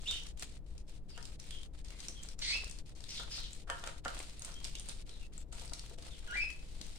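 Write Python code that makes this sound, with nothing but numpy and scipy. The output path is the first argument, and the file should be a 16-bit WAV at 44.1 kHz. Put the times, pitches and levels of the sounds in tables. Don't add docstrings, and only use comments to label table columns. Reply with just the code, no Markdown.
import sys
import numpy as np
from scipy import signal
from scipy.fft import rfft, irfft, next_fast_len
from scipy.io import wavfile
from scipy.ndimage import uniform_filter1d, map_coordinates

SR = 44100
rng = np.random.default_rng(int(sys.argv[2]) if len(sys.argv) > 2 else 0)


def dump(signal):
    limited = np.clip(np.atleast_2d(signal).T, -1, 1)
    pcm = np.round(limited * 32767).astype(np.int16)
    wavfile.write(sys.argv[1], SR, pcm)


N = 307818


def amp(db):
    return 10 ** (np.asarray(db) / 20)


def unit(x):
    return x / np.sqrt(np.mean(x ** 2) + 1e-20)


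def along(points, hz):
    f, value = np.transpose(points)
    return np.interp(np.log(hz + 1), np.log(f + 1), value)


def curves(rows, t):
    times, *columns = np.transpose(rows)
    return [np.interp(t, times, column) for column in columns]


def wobble(rate, size):
    knots = rng.standard_normal(int(size * rate / SR) + 4)
    return map_coordinates(knots, [np.arange(size) * rate / SR])


def filtered(x, response):
    size = x.shape[-1]
    padded = next_fast_len(size + 4096)
    spectrum = rfft(x, padded) * response(np.fft.rfftfreq(padded, 1 / SR))
    return irfft(spectrum, padded)[..., :size]


def coloured(x, spectrum):
    return unit(filtered(x, lambda hz: amp(along(spectrum, hz))))


def pair(size, side_db):
    mid, side = rng.standard_normal((2, size))
    side = amp(side_db) * side
    return unit(np.array([mid + side, mid - side]))


def placed(x, pan_db, lag):
    sign = np.array([[.5], [-.5]])
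    return filtered(x, lambda hz: amp(sign * pan_db) * np.exp(2j * np.pi * hz * sign * lag / SR))


def add(track, s, x):
    start = max(round(s * SR), 0)
    part = x[:, :max(N - start, 0)]
    track[:, start:start + part.shape[1]] += part


def grains(rate, spread_db, life):
    chance = rng.random(N)
    size = np.minimum(rng.exponential(size=N), 3.5)
    energy = (chance < rate / SR) * amp(spread_db * size) ** 2
    decaying = signal.lfilter([1], [1, -np.exp(-2 / (life * SR))], energy)
    return unit(np.sqrt(decaying))


# (f/Hz, t60/s)
WALL_RING = [(200, .35), (1000, .42), (2600, .35), (4000, .38), (8000, .34), (15000, .2)]


def aviary(x, wet_db):
    hz, t, bands = signal.stft(pair(SR // 2, side_db=1.5), SR, nperseg=256)
    decay = amp(-60 * t / along(WALL_RING, hz)[:, None])
    onset = 1 - np.exp(-t / 0.00043)
    tail = signal.istft(bands * decay * onset, SR, nperseg=256)[1]
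    out = amp(wet_db) * signal.fftconvolve(x, tail / np.linalg.norm(tail[0]), axes=1)
    out[:, :x.shape[1]] += x
    return out


# (t/s, nominal direct peak level/dB, f/Hz, left-right level/dB)
SNIPS = [(.1099, -31, 3700, -4.5), (.2674, -43.5, 4050, 5.5), (.3947, -39.5, 8100, 1.5),
         (.4236, -40, 2460, 4.5), (.7789, -49, 5430, 10), (1.1761, -42.5, 2060, -2),
         (1.253, -40.5, 4350, -4), (1.398, -42, 5700, -1), (1.5075, -38, 3550, -3.5),
         (1.6312, -45, 3340, 6), (1.8453, -47.5, 4920, -1), (1.904, -44.5, 2010, 0),
         (2.0027, -40.5, 4580, 6), (2.0835, -31.5, 5870, 1.5), (2.2322, -39.5, 7290, -2),
         (2.2865, -40.5, 4870, 7), (2.39, -39.5, 6050, 1), (2.6432, -38, 5230, 1), (2.6967, -42.5, 7900, 8),
         (2.7111, -41, 6400, 11), (2.786, -43, 4640, 4), (3.0045, -45.5, 4840, 5.5), (3.039, -44, 3930, 12),
         (3.5306, -40.5, 7500, 3.5), (3.6992, -32.5, 2630, 3.5), (3.8385, -38.5, 3150, 4),
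         (3.8726, -35, 2620, 4), (4.0488, -37.5, 2600, 4), (4.08, -34.5, 2700, -5), (4.1894, -37, 8000, 4),
         (4.3934, -41, 8720, -5), (4.4197, -38, 6400, 5.5), (4.4472, -35, 8300, 0.5),
         (4.6432, -33.5, 4900, -.5), (4.6494, -36, 3330, -3.5), (4.7522, -35, 3390, -1),
         (4.796, -37.5, 8700, 0), (4.8868, -34.5, 9060, -2), (4.8933, -36.5, 3900, -2),
         (5.3776, -41, 7400, 5.5), (5.5267, -42.5, 7800, 4), (5.596, -42.5, 3990, -1),
         (5.6548, -45.5, 8900, -6), (5.7335, -33, 4500, 3), (5.7934, -38.5, 4480, 1),
         (6.502, -39.5, 2270, -1), (6.8127, -38, 3870, 6)]
# (f/Hz, relative level/dB)
BEAK_SPECTRUM = [(300, -10), (1500, -6), (3000, -1.5), (6000, 2.5), (9000, 4), (10800, -10), (13000, -14.5),
                 (16000, -26.5)]


def snips():
    out, t = np.zeros((2, N)), np.arange(SR // 25) / SR
    for s, db, pitch_hz, pan_db in [*SNIPS, *nibbles(count=32)]:
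        after = t - rng.uniform(0.0053, 0.0056, (3, 1))
        tears = np.sum((after > 0) * np.exp(-abs(after) / .0008) * rng.random((3, 1)), axis=0)
        snap = (t / .001) ** 2 * np.exp(-t / .0008) * 3 + .2 * tears
        ring = lambda hz: .4 + 1 / (1 + ((hz - pitch_hz) / 700) ** 2)
        crisp = lambda hz: amp(3 * np.log2(abs(pitch_hz) / 4500) * hz / 12000)
        response = lambda hz: amp(along(BEAK_SPECTRUM, hz)) * ring(hz) * crisp(hz)
        burst = filtered(pair(len(t), side_db=-1.0) * snap, response)
        burst *= amp(db) / (2.09 * np.std(burst[:, :SR // 200]))
        add(out, s, aviary(placed(burst, pan_db, lag=pan_db * .5), wet_db=-5))
    return out


# (nominal direct peak level/dB, f/Hz, left-right level/dB)
NIBBLE, NIBBLE_SPREAD = (-49, 5100, 4), (2, 1114, 4)


def nibbles(count):
    times = rng.random(count) * N / SR
    return np.column_stack([times, rng.normal(NIBBLE, NIBBLE_SPREAD, (count, 3))])


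# (start t/s, stop t/s, rustle reference level/dB)
OPEN_STRETCHES = [(-.02, 0.323, -64.5), (0.375, 0.582, -66.5), (.665, 0.826, -73.5), (0.882, 0.992, -68.5),
                  (1.09, 1.369, -67), (1.395, 1.676, -65), (1.737, 1.825, -68.5), (1.848, 2.349, -64.5),
                  (2.389, 2.818, -66.5), (2.861, 2.937, -68), (2.959, 3.641, -66.5), (3.677, 4.002, -65),
                  (4.046, 5.034, -64), (5.065, 5.278, -66.5), (5.327, 5.439, -68), (5.524, 5.958, -65),
                  (5.982, 7.02, -65.5)]
# (t/s at the top,
# time/s from there to 1/e of the power, # rustle reference level/dB, floor shuffle level/dB)
SCUFFLES = [(.13, 0.051, -55, -66), (.425, 0.02, -54, -57.5), (2.05, 0.044, -59.5, -64.5),
            (2.55, 0.1, -55.5, -58), (3.17, 0.068, -57, -64), (3.36, .045, -56.5, -60.5),
            (3.88, 0.0276, -56.5, -53), (4.2, 0.061, -56, -56.5), (4.49, 0.04, -60, -56),
            (4.665, 0.022, -54.5, -57), (4.9, 0.0219, -55, -59.5), (5.6, 0.088, -63, -67),
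            (6.06, 0.023, -61.5, -57), (6.35, 0.074, -63.5, -56)]
# (f/Hz, relative level/dB)
CRACKLE_SPECTRUM = [(500, -24), (1200, -4), (2200, -2), (4200, -1.5), (6000, -1), (9000, -1),
                    (10500, -11.5), (13000, -15), (16000, -17)]
SWISH_SPECTRUM = [(500, -19), (1200, -13), (2200, -1.5), (4200, 2.5), (6000, -3.5), (9000, -1.5),
                  (10500, -14), (13000, -21.5), (16000, -33)]
SHUFFLE_SPECTRUM = [(120, -26), (300, -2), (650, 1.5), (1000, -1), (1500, -3), (2200, -3.5), (4000, -4.5),
                    (9000, -71.5)]
FEET_DB = -2.5


def rustle():
    t = np.arange(N) / SR
    steady_db, = curves([(s, db) for start, stop, db in OPEN_STRETCHES for s in (start, stop)], t)
    paper, feet = amp(steady_db) ** 2, amp(steady_db + FEET_DB) ** 2
    for s, width, paper_db, feet_db in SCUFFLES:
        swell = np.exp(-((t - s) / width) ** 2)
        paper = paper + swell * amp(paper_db) ** 2
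        feet = feet + swell * amp(feet_db) ** 2
    restless_db = 1.3 * wobble(13, N)
    crackling = pair(N, side_db=-0.5) * grains(rate=140, spread_db=6, life=0.0034)
    crackle = coloured(crackling, CRACKLE_SPECTRUM) * amp(restless_db - 2.0)
    sliding = pair(N, side_db=0.1) * (grains(rate=900, spread_db=5.5, life=0.0049) + 0.81)
    swish = coloured(sliding, SWISH_SPECTRUM) * amp(restless_db + 4.0)
    scuffing = pair(N, side_db=-1.0) * (grains(rate=90, spread_db=5.5, life=0.0054) + 0.73)
    shuffle = coloured(scuffing, SHUFFLE_SPECTRUM)
    return placed((crackle + swish) * np.sqrt(paper), pan_db=1.2, lag=0.63) + shuffle * np.sqrt(feet)


# (t/s, nominal direct peak level/dB of the blow, upper limit f/Hz: low for a soft foot)
KNOCKS = [(.111, -48, 2485), (1.177, -44, 2000), (2.09, -47.5, 300), (3.199, -39.5, 2000),
          (3.38, -47.5, 2000), (3.675, -45, 2500), (3.6995, -27, 2960), (3.838, -37.5, 3000),
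          (3.874, -37.5, 2500), (4.0582, -27.5, 2280), (4.417, -51, 1980), (4.492, -49, 1800),
          (4.887, -50.5, 1490), (5.08, -55, 900), (5.528, -48.5, 1490), (5.618, -46, 860),
          (5.721, -44.5, 1190), (5.912, -46.5, 700), (5.982, -48, 550), (6.066, -49, 900),
          (6.812, -47, 280)]
# (t/s from the main contact, level/dB relative to the blow, factor on the floor's t60)
CLATTER = [(-.006, -10, .6), (0, 0.5, 0.59), (.009, -10, 0.94), (.022, -11, 0.65)]
# (f/Hz, mean relative level/dB, t60/s before the contact's factor)
FLOOR_MODES = [(236, -21.5, 0.11), (334, -20, 0.11), (475, -12.5, 0.15), (540, -9, 0.11), (681, -7, 0.11),
               (792, -9, 0.05), (938, -7.5, 0.13), (1228, -1, 0.0402), (1308, -8, 0.076),
               (1393, 3.5, 0.051), (1534.6, 0, 0.037), (1600, -4, 0.065), (1804, -3.5, 0.072),
               (2280, -22.5, 0.033), (3080, 3.5, 0.043)]


def knocks():
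    out, t = np.zeros((2, N)), np.arange(SR // 5) / SR
    hz, mode_db, t60 = np.transpose(FLOOR_MODES)[:, :, None]
    contacts = [(s + delay, db + step_db, length, limit_hz)
                for s, db, limit_hz in KNOCKS for delay, step_db, length in CLATTER]
    for s, db, length, limit_hz in contacts:
        strength = amp(mode_db + rng.normal(0, 1.4, hz.shape)) * rng.choice([-1, 1], hz.shape)
        modes = strength * np.sin(2 * np.pi * hz * t) * amp(-60 * t / (t60 * length))
        ring = np.sum(modes, axis=0)
        push = coloured(rng.standard_normal(len(t)) * np.exp(-t / 0.0052), SHUFFLE_SPECTRUM)
        blow = filtered(unit(ring) + 0.24 * push, lambda f: 1 / (1 + (f / limit_hz) ** 4))
        blow *= amp(db) / (3.27 * np.std(blow[:SR // 100]))
        add(out, s, aviary(placed(blow, pan_db=-1.0, lag=-4.5), wet_db=-1.0))
    return out


# (t/s, f/Hz, level/dB before the spot's gain, roughness 0-1, octave overtone level/dB)
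SCREECH = [(.054, 2700, -54, .2, -20), (.068, 2830, -43, .45, -20), (.078, 3580, -38, .35, -14),
           (.093, 3650, -34, .2, -14), (.11, 3550, -40, .4, -16), (.122, 3100, -42, .55, -18),
           (.145, 2950, -43.5, .55, -16), (.19, 3050, -50, .6, -12)]
SQUAWK = [(2.405, 2300, -59, .9, 4), (2.427, 2150, -49, .8, 8), (2.45, 2250, -52, .85, 6),
          (2.47, 2150, -47.5, .75, 6), (2.492, 2100, -43.5, .6, 7), (2.513, 2230, -44, .6, 7),
          (2.526, 2530, -38, .5, -4), (2.552, 2640, -35, .35, -11), (2.572, 2750, -47, .35, -9)]
WHISTLE = [(6.268, 1650, -58, .3, -3), (6.281, 1440, -51.5, .1, -3), (6.326, 1630, -42.5, .12, -9),
           (6.341, 2000, -40, .35, -15), (6.361, 2390, -38, .3, -23), (6.408, 2575, -34.5, .18, -16),
           (6.432, 2575, -31.5, .12, -16), (6.447, 2520, -46, .2, -22)]
# (gain/dB, left-right level/dB, samples by which the left channel leads)
SCREECH_SPOT, SQUAWK_SPOT, WHISTLE_SPOT = (0.1, -1, 1.7), (0.3, -.3, -4.5), (-0.24, 2.03, -5.5)


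def long_calls():
    out = np.zeros((2, N))
    calls = [(SCREECH, SCREECH_SPOT, False), (SQUAWK, SQUAWK_SPOT, False), (WHISTLE, WHISTLE_SPOT, True)]
    for call, spot, stepped in calls:
        times, notes_hz = np.transpose(call)[:2]
        t = np.arange(times[0], times[-1], 1 / SR)
        pitch_hz, db, rough, octave_db = curves(call, t)
        if stepped:
            held_hz = notes_hz[np.searchsorted(times, t, "right") - 1]
            pitch_hz = uniform_filter1d(held_hz, size=SR // 200)
        add(out, times[0], syrinx(pitch_hz, db, rough, octave_db, spot))
    return out


# (t/s, length/s, first f/Hz, last f/Hz, top level/dB before the spot's gain, roughness 0-1)
CHIRPS = [(1.09, 0.057, 5225, 4400, -59, 0.32), (1.135, 0.047, 3050, 2738, -60, 0.53),
          (1.507, 0.09, 3440, 3105, -52, 0.43), (1.9, .1, 2191, 2042, -65, .4),
          (2.15, 0.0565, 3400, 3107, -54.5, .25), (3.088, 0.077, 5700, 4800, -48.5, .85),
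          (3.149, 0.067, 4270, 3500, -46, .75), (3.304, .055, 4820, 5310, -45, 0.74),
          (3.341, .06, 5310, 3895, -48.5, .9), (3.425, .05, 4000, 3190, -50.5, 0.81),
          (4.545, .045, 3150, 3243, -55, .15), (4.745, 0.047, 2670, 3900, -54.5, 0.55),
          (5.069, .12, 4280, 3390, -60.5, .45), (5.208, .045, 2942, 2531, -59, 0.25),
          (6.104, 0.0545, 3770, 2915, -55, 0.41)]
# (gain/dB, left-right level/dB, samples by which the left channel leads)
CHIRP_SPOT = (0.2, 1.5, 3.24)
CHIRP_TOP, CHIRP_EDGE_DB, CHIRP_OCTAVE_DB = 0.41, -6, -25


def chirps():
    out = np.zeros((2, N))
    for s, length, first_hz, last_hz, db, rough in CHIRPS:
        u = np.linspace(0, 1, round(length * SR))
        swell_db = np.interp(u, [0, CHIRP_TOP, 1], [CHIRP_EDGE_DB, 0, CHIRP_EDGE_DB])
        pitch_hz = first_hz * (last_hz / first_hz) ** u
        add(out, s, syrinx(pitch_hz, db + swell_db, rough, CHIRP_OCTAVE_DB, CHIRP_SPOT))
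    return out


# (f/Hz, relative level/dB)
THROAT_SPECTRUM = [(800, -22.5), (1600, -9), (2300, -3.5), (3200, 4), (4500, 2), (6000, 0.5), (9000, -13),
                   (11000, -42)]
FAST_FLUTTER, SLOW_FLUTTER = .1, .06


def syrinx(pitch_hz, db, rough, octave_db, spot):
    size, rough = len(pitch_hz), np.clip(rough, 0, 1)
    gain_db, pan_db, lag = spot
    flutter = FAST_FLUTTER * wobble(1100, size) + SLOW_FLUTTER * wobble(200, size)
    phase = 2 * np.pi * np.cumsum(pitch_hz * (1 + rough * flutter)) / SR
    overtones = np.sin(2 * phase) + amp(-21) * np.sin(3 * phase) + amp(-13) * np.sin(4 * phase)
    tone = np.sin(phase) + amp(octave_db) * overtones
    tone = filtered(tone, lambda hz: 1 / (1 + (hz / 9000) ** 16))
    rasp_gain = .85 * rough ** 1.8 * np.hypot(1, amp(octave_db))
    rasp = rasp_gain * coloured(rng.standard_normal(size), THROAT_SPECTRUM)
    strength = amp(db + gain_db + 4 * rough * wobble(300, size))
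    voice = (tone + rasp) * strength * signal.windows.tukey(size, .12)
    return aviary(placed(voice, pan_db, lag), wet_db=0.1)


SUPPRESSOR_DB, FADE_S = -22.5, 0.022


def suppressor(x):
    t = np.arange(N) / SR
    opened = 0
    for start, stop, _ in OPEN_STRETCHES:
        rise = 1 + 2 * (t - start) / FADE_S
        fall = .5 + (stop - t) / FADE_S
        opened = opened + np.clip(np.minimum(rise, fall), 0, 1)
    bass = filtered(x, lambda hz: 1 / (1 + (hz / 550) ** 4))
    return bass + (x - bass) * amp(SUPPRESSOR_DB * (1 - np.minimum(opened, 1)))


# (f/Hz, relative level/dB)
DEEP_SPECTRUM = [(10, -1), (24, 4.5), (32, -14.5), (40, 1.5), (52, -7), (66, -7.5), (80, -16), (100, -21),
                 (130, -20), (165, -19.5), (220, -26.5), (300, -38), (600, -69.5)]
AIR_SPECTRUM = [(130, -17.5), (220, -3.5), (350, -4), (480, -6), (750, -14.5), (1100, -23.5), (1800, -30),
                (4000, -42), (9000, -55.5), (16000, -58)]
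# (f/Hz, mean rms level/dB)
HUM = [(120.5, -69), (301, -76)]


def background():
    deep = placed(coloured(pair(N, side_db=-9.5), DEEP_SPECTRUM), pan_db=4.5, lag=0.88) * amp(-46.5)
    air = coloured(pair(N, side_db=-7.5), AIR_SPECTRUM) * amp(-66.5)
    t = np.arange(N) / SR
    hum = 0
    for hz, db in HUM:
        level = np.sqrt(2) * amp(db + 1.2 * wobble(2.7, N))
        hum = hum + level * np.sin(2 * np.pi * hz * t + 1.28 * wobble(7.4, N))
    return deep + air + hum


def scene():
    flock = snips() + rustle() + knocks() + long_calls() + chirps()
    return suppressor(flock) + background()


TOP_HZ = 15950


def record(dry):
    return filtered(dry, lambda hz: hz < TOP_HZ)


dry = scene()
out = record(dry)
dump(out)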